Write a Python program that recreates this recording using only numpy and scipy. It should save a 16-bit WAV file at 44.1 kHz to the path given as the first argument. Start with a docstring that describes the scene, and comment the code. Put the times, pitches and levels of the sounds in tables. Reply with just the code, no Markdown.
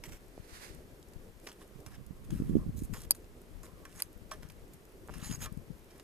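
"""Steel tongs poke charred wood in a small sheet-metal stove that stands in snow.
They clink off a wire grate, a sleeve swishes, then the tips crunch and scrape in the embers and
knock wood against the ringing stove wall. Twice they snap shut, steel on steel, with a sharp click.
Gas pockets in the burning wood tick faintly, a far hum hangs in the air, and a light wind buffets
the microphone's two openings (its left and right ports)."""
import sys
import numpy as np
from scipy import signal
from scipy.fft import rfft, irfft, next_fast_len
from scipy.io import wavfile
from scipy.ndimage import map_coordinates

SR = 44100
rng = np.random.default_rng(int(sys.argv[2]) if len(sys.argv) > 2 else 0)


def master_out(mix):
    """Clip the mix to full scale and print it as 16-bit PCM to the path in sys.argv[1]."""
    frames = np.transpose(np.atleast_2d(mix))
    ceiling = np.clip(frames, -1, 1)
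    pcm = np.round(ceiling * 32767).astype(np.int16)
    wavfile.write(sys.argv[1], SR, pcm)


N = 266099
TIME = np.arange(N) / SR

# The tips prod the embers: start_s, level_db, dullness_db (extra low crunch), fade_s (to fall 60 dB)
PRODS = [(1.4667, -54.5, 7.5, 0.19), (1.5165, -57, -3, 0.023), (1.863, -49, -1.5, 0.071),
         (2.246, -58, -5, 0.06), (2.305, -45.5, 0, 0.02), (2.835, -49, -24, 0.1), (2.936, -48, 3, 0.07),
         (3.148, -50, -13, 0.076), (3.632, -50, -4.5, 0.11), (3.652, -63, 0, 0.24), (3.852, -57, 10, 0.05),
         (4.0014, -44, 1.5, 0.026), (4.031, -48, -18, 0.058), (4.312, -48, 5.5, 0.12),
         (4.425, -58.5, 5.5, 0.14), (4.501, -55, 2, 0.051), (4.734, -51.5, -15, 0.055),
         (5.138, -53.5, -1, 0.055), (5.46, -56.5, 13, 0.023), (5.997, -57.5, 3, 0.044)]
# How alike left and right are in scraping noise: pitch_hz, likeness (0 unrelated, 1 the same)
SCRAPE_LIKENESS = [(600, 0.91), (2000, 0.91), (5500, 0.086), (7000, 0.47), (12000, 0.87)]


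def from_db(db):
    """Turn decibels into a gain."""
    return 10 ** (np.asarray(db) / 20)


def rms_one(x):
    """Scale a signal to an average power of 1."""
    return x / np.sqrt(np.mean(x ** 2) + 1e-20)


def at_bins(points):
    """Read a table of (pitch_hz, value) at every frequency of the spectrum."""
    hz, value = np.transpose(points)
    bin_hz = np.fft.rfftfreq(next_fast_len(N), 1 / SR)
    return np.interp(np.log(bin_hz + 1), np.log(hz), value)


def noise(colour, likeness=None):
    """Stereo noise of power 1, with a given tone colour and left-right likeness."""
    size = next_fast_len(N)
    mid, side = rfft(rng.standard_normal((2, size))) * from_db(at_bins(colour))
    alike = 0 if likeness is None else np.clip(at_bins(likeness), -1, 1)
    spectrum = np.sqrt(1 + alike) * mid + np.sqrt(1 - alike) * side * [[1], [-1]]
    return rms_one(irfft(spectrum, size)[:, :N])


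def drift(rate):
    """A random wander of power 1 that heads for a new value `rate` times a second."""
    return rms_one(np.interp(TIME * rate, np.arange(N), rng.standard_normal(N)))


def cut(x, hz, kind, order=2):
    """Keep the "low" or the "high" side of a frequency."""
    return signal.sosfilt(signal.butter(order, hz, kind, fs=SR, output="sos"), x + 1e-18)


def resonate(x, hz, width_hz):
    """One resonance: keep a band around hz, with gain 1 at its peak."""
    r = np.exp(-np.pi * width_hz / SR)
    feedback = [1, -2 * r * np.cos(2 * np.pi * hz / SR), r * r]
    return signal.lfilter(np.array([1, 0, -1]) * (1 - r * r) / 2, feedback, x + 1e-18)


def pitched_noise(hz, width_hz):
    """Noise sent twice through a resonance becomes a rough tone."""
    return resonate(resonate(rng.standard_normal(N), hz, width_hz), hz, width_hz)


def clicks(rows):
    """A one-sample click for each (start_s, level_db)."""
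    out = np.zeros(N)
    for start_s, db in rows:
        out[round(start_s * SR)] += from_db(db)
    return out


def decay(start_s, fade_s):
    """A level that jumps to 1, then falls 60 dB in fade_s."""
    out, start = np.zeros(N), round(start_s * SR)
    age = TIME[:min(N - start, int(2 * fade_s * SR))]
    out[start:start + len(age)] = from_db(-60 * age / fade_s)
    return out


def stroke(start_s, length_s, swell_db=0, attack_s=0.037, release_s=0.014):
    """Sliding pressure: it rises 20 dB per attack_s, swells or eases, then falls 20 dB per release_s."""
    early = np.maximum(start_s - TIME, 0)
    late = np.maximum(TIME - start_s - length_s, 0)
    along = np.clip((TIME - start_s) / length_s, 0, 1) - .5
    db = swell_db * along - 20 * (early / attack_s + late / release_s)
    return from_db(np.maximum(db, -200))


def slipping(fine_db, coarse_db):
    """Friction catches and lets go unevenly, so the level flutters."""
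    return rms_one(from_db(fine_db * drift(rate=1500) + coarse_db * drift(rate=230)))


def struck(blows, modes, spread_db):
    """Each blow rings every mode (a natural tone of the object) with a partly random strength."""
    out, luck = 0, rng.standard_normal((len(blows), len(modes)))
    for k, (hz, mode_db, fade_s) in enumerate(modes):
        r, angle = from_db(-60 / (fade_s * SR)), 2 * np.pi * hz / SR
        force = clicks([(s, db + mode_db + spread_db * own[k]) for (s, db), own in zip(blows, luck)])
        ring = signal.lfilter([0, np.sin(angle)], [1, -2 * r * np.cos(angle), r * r], force + 1e-18)
        out = out + (-1) ** k * ring
    return out


def rubbing(force, modes, wander_db, pitch_stray=.012):
    """Friction feeds resonances that swell, fade and slide in pitch as the point of contact moves."""
    out = 0
    for hz, width_hz, db in modes:
        gain = from_db(db + wander_db * (np.clip(drift(rate=32), -1.7, 1.7) - 0.98))
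        tone = pitched_noise(hz, width_hz)
        position = np.cumsum(1 + pitch_stray * drift(rate=18))  # uneven speed bends the pitch
        out = out + gain * map_coordinates(tone, [position], order=3, mode="mirror")
    return force * out


def splinters(rows, fade_s, ring_db=-6.5):
    """Wood splits: a short burst around a pitch, and three chips ringing near it."""
    out, age = np.zeros(N), TIME[:SR // 20]
    for start_s, db, hz in rows:
        burst = rms_one(resonate(rng.standard_normal(len(age)), hz, width_hz=0.63 * hz))
        ring = np.sin(2 * np.pi * hz * rng.uniform(.6, 1.1, (3, 1)) * age).sum(axis=0)
        split = from_db(db - 60 * age / fade_s) * (burst + from_db(ring_db) * ring)
        start = round(start_s * SR)
        out[start:start + len(age)] += split[:N - start]
    return out


def from_right(x, lag_s, pan_db):
    """Sound from the right reaches the left port later and weaker."""
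    left, right = np.broadcast_to(x, (2, N))
    late_left = np.roll(left, round(lag_s * SR))
    return np.array([late_left * from_db(pan_db / 2), right * from_db(-pan_db / 2)])


def at_ports(x, lag, balance):
    """Share a sound between the ports, with a lag and a balance that depend on frequency."""
    size = next_fast_len(N)
    gains = from_db(at_bins(balance) * np.array([[1], [-1]]) / 2)
    left, right = rfft(np.broadcast_to(x, (2, N)), size) * gains
    return irfft([left * np.exp(-1j * at_bins(lag)), right], size)[:, :N]


def outdoors():
    """A far hum and a thin, even hiss."""
    # Tone colours of the hum and the hiss: pitch_hz, relative_db
    hum_colour = [(30, 7), (120, -3), (250, -2.5), (390, 1), (520, -4), (700, -11), (1000, -23),
                  (2000, -32)]
    hiss_colour = [(300, 0.5), (1000, 4.5), (2000, 1.5), (4000, -5.5), (7000, -8), (10000, -8.5),
                   (14000, -8.5)]
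    # How alike left and right are: pitch_hz, likeness
    likeness = [(60, 0.9), (130, 0.94), (290, 1), (630, 0.49), (1400, 0), (3000, 0), (6500, 0.62),
                (14000, 0.98)]
    hum = from_db(-56.5 + 2.19 * drift(rate=21)) * noise(hum_colour, likeness)
    hiss = from_db(-64.5 + .5 * drift(rate=22)) * noise(hiss_colour, likeness)
    return hum + hiss


def wind():
    """Air churns at each port; a passing eddy (a swirl) is a pressure peak between two troughs."""
    # Wind strength at the ports: time_s, left_db, right_db
    breeze = [(0, -56, -49), (0.33, -50.5, -67), (0.74, -53, -72), (1.35, -54, -68), (1.66, -81, -63),
              (1.93, -54, -44), (2.25, -51, -45.5), (2.33, -30.5, -37.5), (2.56, -39, -39),
              (2.77, -47, -38), (2.9, -36, -48), (3.38, -65, -57.5), (3.5, -46.5, -63.5), (4.2, -52, -69),
              (4.44, -44.5, -62), (5.0, -63, -56), (5.09, -37, -71), (5.72, -44.5, -68), (5.9, -61.5, -64)]
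    # The strongest eddies: time_s, peak_db, port (0 left, 1 right)
    eddies = [(0.08, -36, 1), (1.76, -34, 1), (2.109, -27.5, 1), (2.332, -19.5, 0), (2.375, -29, 0),
              (2.402, -17.5, 0), (2.422, -17, 1), (2.497, -16.5, 1), (2.555, -8, 1), (2.558, -15, 0),
              (2.568, -9.5, 1), (2.665, -23.5, 1), (2.694, -24.5, 0), (2.822, -20.5, 1), (2.929, -29.5, 0),
              (5.228, -30, 0), (5.299, -23.5, 0), (5.316, -25, 0), (5.523, -27.5, 0), (5.575, -25.5, 0),
              (5.705, -26, 0)]
    # Tone colour of churning air: pitch_hz, relative_db
    churn_colour = [(20, 3), (45, 4.5), (110, -2), (200, -6.5), (300, -15.5), (450, -28), (900, -68)]
    peak_width_cycles, wake_db, wake_s = 0.26, -20, 0.062  # the wake is the rough air around an eddy
    times, *port_levels = np.transpose(breeze)
    strength = from_db([np.interp(TIME, times, db) for db in port_levels])
    peaks = np.zeros((2, N))
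    for time_s, peak_db, port in eddies:
        near = np.abs(TIME - time_s) < .1
        age, side = TIME[near] - time_s, round(port)
        cycles = age * 200.7 * 2 ** ((peak_db + 18.5) / 30.5)  # 200.7 Hz at -18.5 dB, higher if stronger
        pulse = np.cos(2 * np.pi * cycles) / np.cosh(cycles / peak_width_cycles)
        peaks[side, near] += from_db(peak_db) * pulse
        wake = from_db(peak_db + wake_db) * np.exp(-(age / wake_s) ** 2)
        strength[side, near] = np.hypot(strength[side, near], wake)
    lumps = np.array([rms_one(from_db(4.6 * drift(rate=55))) for _ in range(2)])
    churn = lumps * noise(churn_colour)
    # Faster air sheds smaller eddies, so a gust sounds higher.
    gust = rms_one(cut(churn, hz=165, kind="high", order=1))
    gust_share = strength ** 2 / (strength ** 2 + from_db(-35) ** 2)
    return peaks + strength * ((1 - gust_share) * churn + gust_share * gust)


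def fire():
    """Gas pockets burst in the wood: a few clear pops, and many faint ones scattered by the walls."""
    # The clear pops: start_s, relative_db, pitch_hz
    pops = [(0.2818, -46, 13000), (0.7485, -39, 11000), (1.028, -43, 6000), (1.135, -40.5, 6870),
            (1.677, -44, 9000), (1.8035, -41, 8840), (2.0645, -38, 11570), (2.503, -48.5, 10000),
            (3.244, -46, 4000), (3.417, -43, 11600), (4.129, -42, 11100), (4.177, -48, 11000),
            (4.921, -47, 12000), (5.076, -41, 10000), (5.525, -36.5, 12300), (5.794, -46.5, 10100),
            (5.98, -44, 11100)]
    ticks_per_s, scatter_fade_s = 8, .012
    bursts = rng.random(N) < ticks_per_s / SR
    sizes = from_db(-59 + 3.9 * np.minimum(rng.exponential(1, N), 2.5))
    age = TIME[:SR // 50]
    scatter = rng.standard_normal(len(age)) * from_db(-60 * age / scatter_fade_s)
    ticks = cut(signal.fftconvolve(bursts * sizes, scatter)[:N], hz=4000, kind="high")
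    return from_db(-3) * ticks + from_db(-14) * splinters(pops, fade_s=0.015)


def sleeve():
    """Cloth slides on cloth, swelling and fading as the arm swings over to the stove."""
    # Tone colour of the cloth: pitch_hz, relative_db
    cloth_colour = [(400, -1.5), (1100, 0), (1900, 3), (3200, -4.5), (4500, -2), (7000, -6), (10000, -6),
                    (14000, -13)]
    peak_s, peak_db, rounding_s = .62, -51, 0.03
    db_per_s = np.where(TIME < peak_s, 89.5, 122)  # it fades faster than it swells
    swing_db = peak_db - db_per_s * (np.hypot(TIME - peak_s, rounding_s) - rounding_s)
    level = from_db(swing_db + 2.1 * drift(rate=40.3))
    return level * noise(cloth_colour, likeness=[(500, 0.67), (14000, 0.15)])


def grate():
    """The tongs clink on the wire grate and slide off it as they are picked up."""
    # Knocks on the wires: start_s, level_db
    clinks = [(0.0377, -45.5), (0.0403, -61), (0.056, -64), (0.09, -64), (0.12, -62)]
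    # Slides over them: start_s, length_s, level_db
    slides = [(0.049, 0.017, -49), (0.084, 0.015, -55), (0.121, 0.011, -52), (0.141, 0.031, -56)]
    # Natural tones of the grate: pitch_hz, relative_db, fade_s
    modes = [(928, -5, 0.053), (1900, -4, .025), (2260, -4, .028), (3270, -8, .028), (3700, -19, 0.028),
             (4930, -7, .028), (5650, 1, .03), (7200, -5, 0.019), (7970, -4.5, .03), (9700, -10, 0.015)]
    # Tone colour of the contact hiss: pitch_hz, relative_db
    hiss_colour = [(500, -2.5), (2200, 4), (4000, -5.5), (8000, -2.5), (11000, -9), (14000, -1.5)]
    wire_width_hz = 230
    wires = [(hz, wire_width_hz, db) for hz, db, _ in modes]
    force = sum(from_db(db) * stroke(s, length_s, attack_s=0.014) for s, length_s, db in slides)
    force *= from_db(2.7 * drift(rate=1200))
    contact = force + sum(from_db(db + 10) * decay(s, fade_s=0.021) for s, db in clinks)
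    hiss = from_db(-3.5) * contact * noise(hiss_colour, SCRAPE_LIKENESS)
    return struck(clinks, modes, spread_db=2) + from_db(7) * rubbing(force, wires, wander_db=3.5) + hiss


def stove_wall():
    """Sheet metal rings when knocked, brighter if the contact is hard, and sings when dragged on."""
    # Natural tones of the stove: pitch_hz, relative_db, fade_s
    modes = [(624, -14.5, 0.15), (1086, -2, 0.074), (1211, -8, 0.11), (1320, -13, .06),
             (1560, -10.5, 0.073), (1750, -17, 0.13), (1970, -23, 0.053), (2360, -18, 0.1),
             (3320, -31, .07), (5650, -22, .05)]
    # Wood knocks on the wall: start_s, level_db, hardness_db_per_octave
    knocks = [(1.471, -52, 5), (1.613, -53.5, -2), (1.863, -53, 7), (3.634, -51, -7), (3.853, -49.5, 6.5),
              (4.315, -33.5, -0.5), (4.322, -50, 13), (4.428, -58, 1), (5.4622, -40, 2)]
    # The tips drag along it: start_s, length_s, level_db
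    drags = [(1.524, 1, -78), (2.52, 0.14, -67.5), (3.63, 0.257, -71)]
    main_hz = modes[1][0]
    force = sum(from_db(db) * stroke(s, length_s) for s, length_s, db in drags)
    force *= from_db(3.7 * drift(rate=62))
    out = force * rms_one(pitched_noise(main_hz, width_hz=250))
    for start_s, db, hardness in knocks:
        tilted = [(hz, level + hardness * np.log2(hz / main_hz), fade_s) for hz, level, fade_s in modes]
        out += struck([(start_s, db)], tilted, spread_db=2)
    return out


def taps():
    """A soft contact makes a rounded pulse, heard as a dull tap."""
    # Soft contacts: start_s, level_db, upper_edge_hz
    contacts = [(0.378, -32.5, 630), (3.1084, -25, 1980), (3.438, -51, 1490), (5.086, -34, 1550),
                (5.094, -31.5, 1500), (5.099, -32.5, 1300)]
    out = np.zeros(N)
    for start_s, db, edge_hz in contacts:
        pulse = cut(clicks([(start_s, 0)]), edge_hz, "low", order=4)
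        out += from_db(db) * pulse / pulse.max()
    return cut(out, hz=174, kind="high")


def sharp_cracks():
    """Short sharp cracks: single bits of charcoal break under the tips, and some knocks start with a crisp
    crack."""
    # The cracks: start_s, relative_db, pitch_hz
    cracks = [(1.4708, -33.5, 2520), (1.4708, -42, 9700), (1.517, -37.5, 3750), (1.5275, -43, 7800),
              (1.863, -42, 4900), (2.306, -38, 7040), (2.791, -35, 9900), (2.835, -39, 10600),
              (2.852, -39, 9900), (2.931, -44, 10100), (2.9875, -44, 9400), (3.005, -37, 8100),
              (3.018, -34, 8900), (3.0365, -37, 6840), (3.632, -41, 9800), (3.652, -45, 10000),
              (3.852, -40, 9700), (3.853, -40, 2060), (3.9265, -45, 4020), (3.9605, -43, 10000),
              (3.992, -33, 9000), (3.9975, -34, 2400), (4.0025, -30, 8850), (4.3135, -37.5, 6540),
              (4.3215, -35, 6000), (4.488, -41.5, 7850), (4.4995, -37.5, 3700), (5.182, -37.5, 9000),
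              (5.263, -41, 10400), (5.349, -41, 11000), (5.4625, -35, 2500), (5.998, -38, 3970)]
    return from_db(-12) * splinters(cracks, fade_s=0.014)


def chips(fade_s=0.0072):
    """Each prod sets six bits of charcoal ringing at random pitches."""
    out, age = np.zeros(N), TIME[:SR // 12]
    pitches = np.exp(rng.uniform(np.log(1500), np.log(12000), (len(PRODS), 6, 1)))
    for (start_s, db, dullness_db, _), hz in zip(PRODS, pitches):
        sizes = from_db(dullness_db * (hz < 5000))
        tones = (sizes * np.sin(2 * np.pi * hz * age)).sum(axis=0)
        ring = from_db(db - 16 - 60 * age / fade_s) * tones
        start = round(start_s * SR)
        out[start:start + len(age)] += ring[:N - start]
    return out


def embers():
    """The tips crush and scrape charcoal: a dry rustle over a dull crunch, metallic under pressure."""
    # Scrapes through the embers: start_s, length_s, level_db, dullness_db, swell_db (start to end)
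    scrapes = [(1.443, 0.021, -59, -28, 1), (1.614, 0.026, -62, -1.5, -6), (1.926, 0.032, -64, 6.5, 3),
               (2.335, 0.31, -65, -1.5, -14), (2.781, 0.067, -57.5, -15, -12.5), (2.955, 0.1, -55, -3, -4),
               (3.885, 0.12, -58.5, -2.5, 21), (5.114, 0.13, -65, 8, 0), (5.248, 0.041, -46.5, -6.5, -2.5),
               (5.319, 0.04, -45, -4.5, -5.5), (5.42, 0.039, -44, -2, 1), (5.91, 0.078, -70.5, 6, -2)]
    # Resonances of rubbed steel and of hollows between the sticks: pitch_hz, width_hz, relative_db
    steel_modes = [(2420, 300, -7.5), (4000, 480, -7), (5000, 580, -8), (6470, 250, -2), (6780, 280, -2),
                   (7250, 430, -6.5), (8000, 450, -4), (8900, 450, -18), (9750, 560, -3.5),
                   (10660, 470, -10.5), (11570, 540, -8.5), (13400, 550, -3.5)]
    hollows = [(910, 380, -7), (1120, 550, -2.5), (1704, 200, -1.5), (1918, 55, -0.5), (2333, 83, -4.5),
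               (2720, 250, -4), (3170, 1000, -4), (3880, 160, -4.5), (5350, 1700, -9.5)]
    # Tone colours of the rustle and the crunch: pitch_hz, relative_db
    rustle_colour = [(3500, -13), (4900, -5), (6500, -6), (9700, 2.5), (14000, -4.5)]
    crunch_colour = [(350, 0), (700, 4.5), (1900, 5.5), (4000, -11.5), (5300, 0.5), (6500, -6),
                     (12000, -16)]
    crumble_db, crumble_fade_s = -19.5, 0.28  # charcoal goes on crumbling after each prod
    steel_sings_db = -52  # above this contact strength the steel takes over from the rustle
    crush, slide = slipping(fine_db=3, coarse_db=2), slipping(fine_db=2.8, coarse_db=1.5)
    contacts = []
    for start_s, db, dullness_db, fade_s in PRODS:
        crumble = from_db(crumble_db) * decay(start_s, crumble_fade_s)
        contacts.append((from_db(db) * crush * (decay(start_s, fade_s) + crumble), dullness_db))
    for start_s, length_s, db, dullness_db, swell_db in scrapes:
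        contacts.append((from_db(db) * slide * stroke(start_s, length_s, swell_db), dullness_db))
    bright = sum(force for force, _ in contacts)
    dull = sum(force * from_db(dullness_db) for force, dullness_db in contacts)
    steel_share = bright ** 2 / (bright ** 2 + from_db(steel_sings_db) ** 2)
    steel = from_db(12.5) * np.sqrt(steel_share) * rubbing(bright, steel_modes, wander_db=5)
    rustle = from_db(-3) * np.sqrt(1 - steel_share) * bright * noise(rustle_colour, SCRAPE_LIKENESS)
    hollow_ring = from_db(10.5) * rubbing(dull, hollows, wander_db=6)
    crunch = from_db(-3.5) * dull * noise(crunch_colour, SCRAPE_LIKENESS)
    return steel + rustle + hollow_ring + crunch


def squeal(jitter_hz=150):
    """Pressed hard, the steel squeals on one shaky tone and, more faintly, the octave above."""
    # The hardest scrapes: start_s, length_s, level_db, pitch_hz
    squeals = [(5.238, .045, -51.5, 6760), (5.317, 0.034, -46, 6650), (5.423, 0.02, -47, 6580)]
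    out = 0
    for start_s, length_s, db, hz in squeals:
        cycles = np.cumsum(hz + jitter_hz * drift(rate=500)) / SR
        tone = np.sin(2 * np.pi * cycles) + from_db(-19) * np.sin(4 * np.pi * cycles)
        out = out + from_db(db) * stroke(start_s, length_s) * tone
    return out * rms_one(from_db(3.9 * drift(rate=400)))


def snaps():
    """Steel hits steel: a bright crack, then ringing arms that a tight grip cuts short and muffles."""
    # The tips meet and rebound: start_s, level_db, middle_db (0 = unmuffled), ring_share (of fade_s)
    hits = [(3.1082, -4, 0, 1), (3.1153, -17, 0, 1), (3.1199, -31, 0, .7), (4.0215, -9.5, -18, .7)]
    # Natural tones of the tongs: pitch_hz, relative_db, fade_s
    modes = [(890, -30, 0.011), (2500, -23.5, 0.014), (3250, -28, 0.019), (4050, -20, 0.012),
             (4530, -15, .018), (4810, -14, 0.027), (5080, -16.5, .016), (5650, -25.5, .014),
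             (6700, -24.5, 0.028), (7120, -28, .02), (8600, -16, 0.0092), (8920, -10.5, 0.0077),
             (9430, -7.5, 0.0097), (9970, -11, 0.0094), (10500, -14, .008), (11330, -11, 0.012),
             (12200, -14, .007), (13200, -12, 0.0083), (14000, -19, .012)]
    out = np.zeros(N)
    for start_s, db, middle_db, ring_share in hits:
        blow = [(start_s, db)]
        sharp_click = cut(clicks(blow), hz=8200, kind="high", order=3)
        crack = from_db(5) * cut(sharp_click, hz=12500, kind="low")
        hiss = cut(rng.standard_normal(N), hz=5040, kind="high", order=1)
        grit = from_db(db - 14) * decay(start_s, fade_s=0.015 * ring_share) * hiss
        gripped = [(hz, mode_db, fade_s * ring_share) for hz, mode_db, fade_s in modes]
        snap = from_db(-2.5) * struck(blow, gripped, spread_db=-1) + crack + grit
        middle_tones = resonate(snap, hz=7100, width_hz=2600)
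        out += snap - (1 - from_db(middle_db)) * middle_tones
    return out


def scene():
    """The stove and the arm lie to the right; the snow gives no echo."""
    # How far the left port lags, for stove sounds and for snaps: pitch_hz, lag_radians
    stove_lag = [(100, 0), (700, .4), (1600, 1.1), (3300, .7), (4800, 1.4), (5800, 2.6), (6500, 0)]
    snap_lag = [(100, 0), (1000, .6), (2500, 1.6), (4800, 2.7), (6500, 4.5), (8500, 5), (9600, 6),
                (11500, 6.3), (12800, 6.2), (13400, 4.8)]
    # How unevenly they reach the ports: pitch_hz, left_minus_right_db
    stove_balance = [(500, -1), (3000, -4), (5000, 0.5), (8000, -5), (11000, 1.5)]
    snap_balance = [(2500, -1.5), (5000, 2), (9000, -7), (11000, -1), (12200, 3), (13200, 9)]
    handling = embers() + chips() + taps() + stove_wall() + squeal() + grate()
    soft = at_ports(handling, stove_lag, stove_balance)
    soft += from_right(sleeve(), lag_s=0.00043, pan_db=-6.5) + wind() + outdoors()
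    crackle = at_ports(fire() + sharp_cracks(), stove_lag, stove_balance)
    snapping = at_ports(snaps(), snap_lag, snap_balance)
    return cut(soft, hz=14200, kind="low", order=24) + crackle + snapping


def record(dry):
    """Cut away the deepest rumble and the highest treble."""
    top_hz = 14550
    treble_cut = signal.ellip(8, .3, 70, top_hz, fs=SR, output="sos")
    return signal.sosfilt(treble_cut, cut(dry, hz=14.7, kind="high"))


dry = scene()
out = record(dry)
master_out(out)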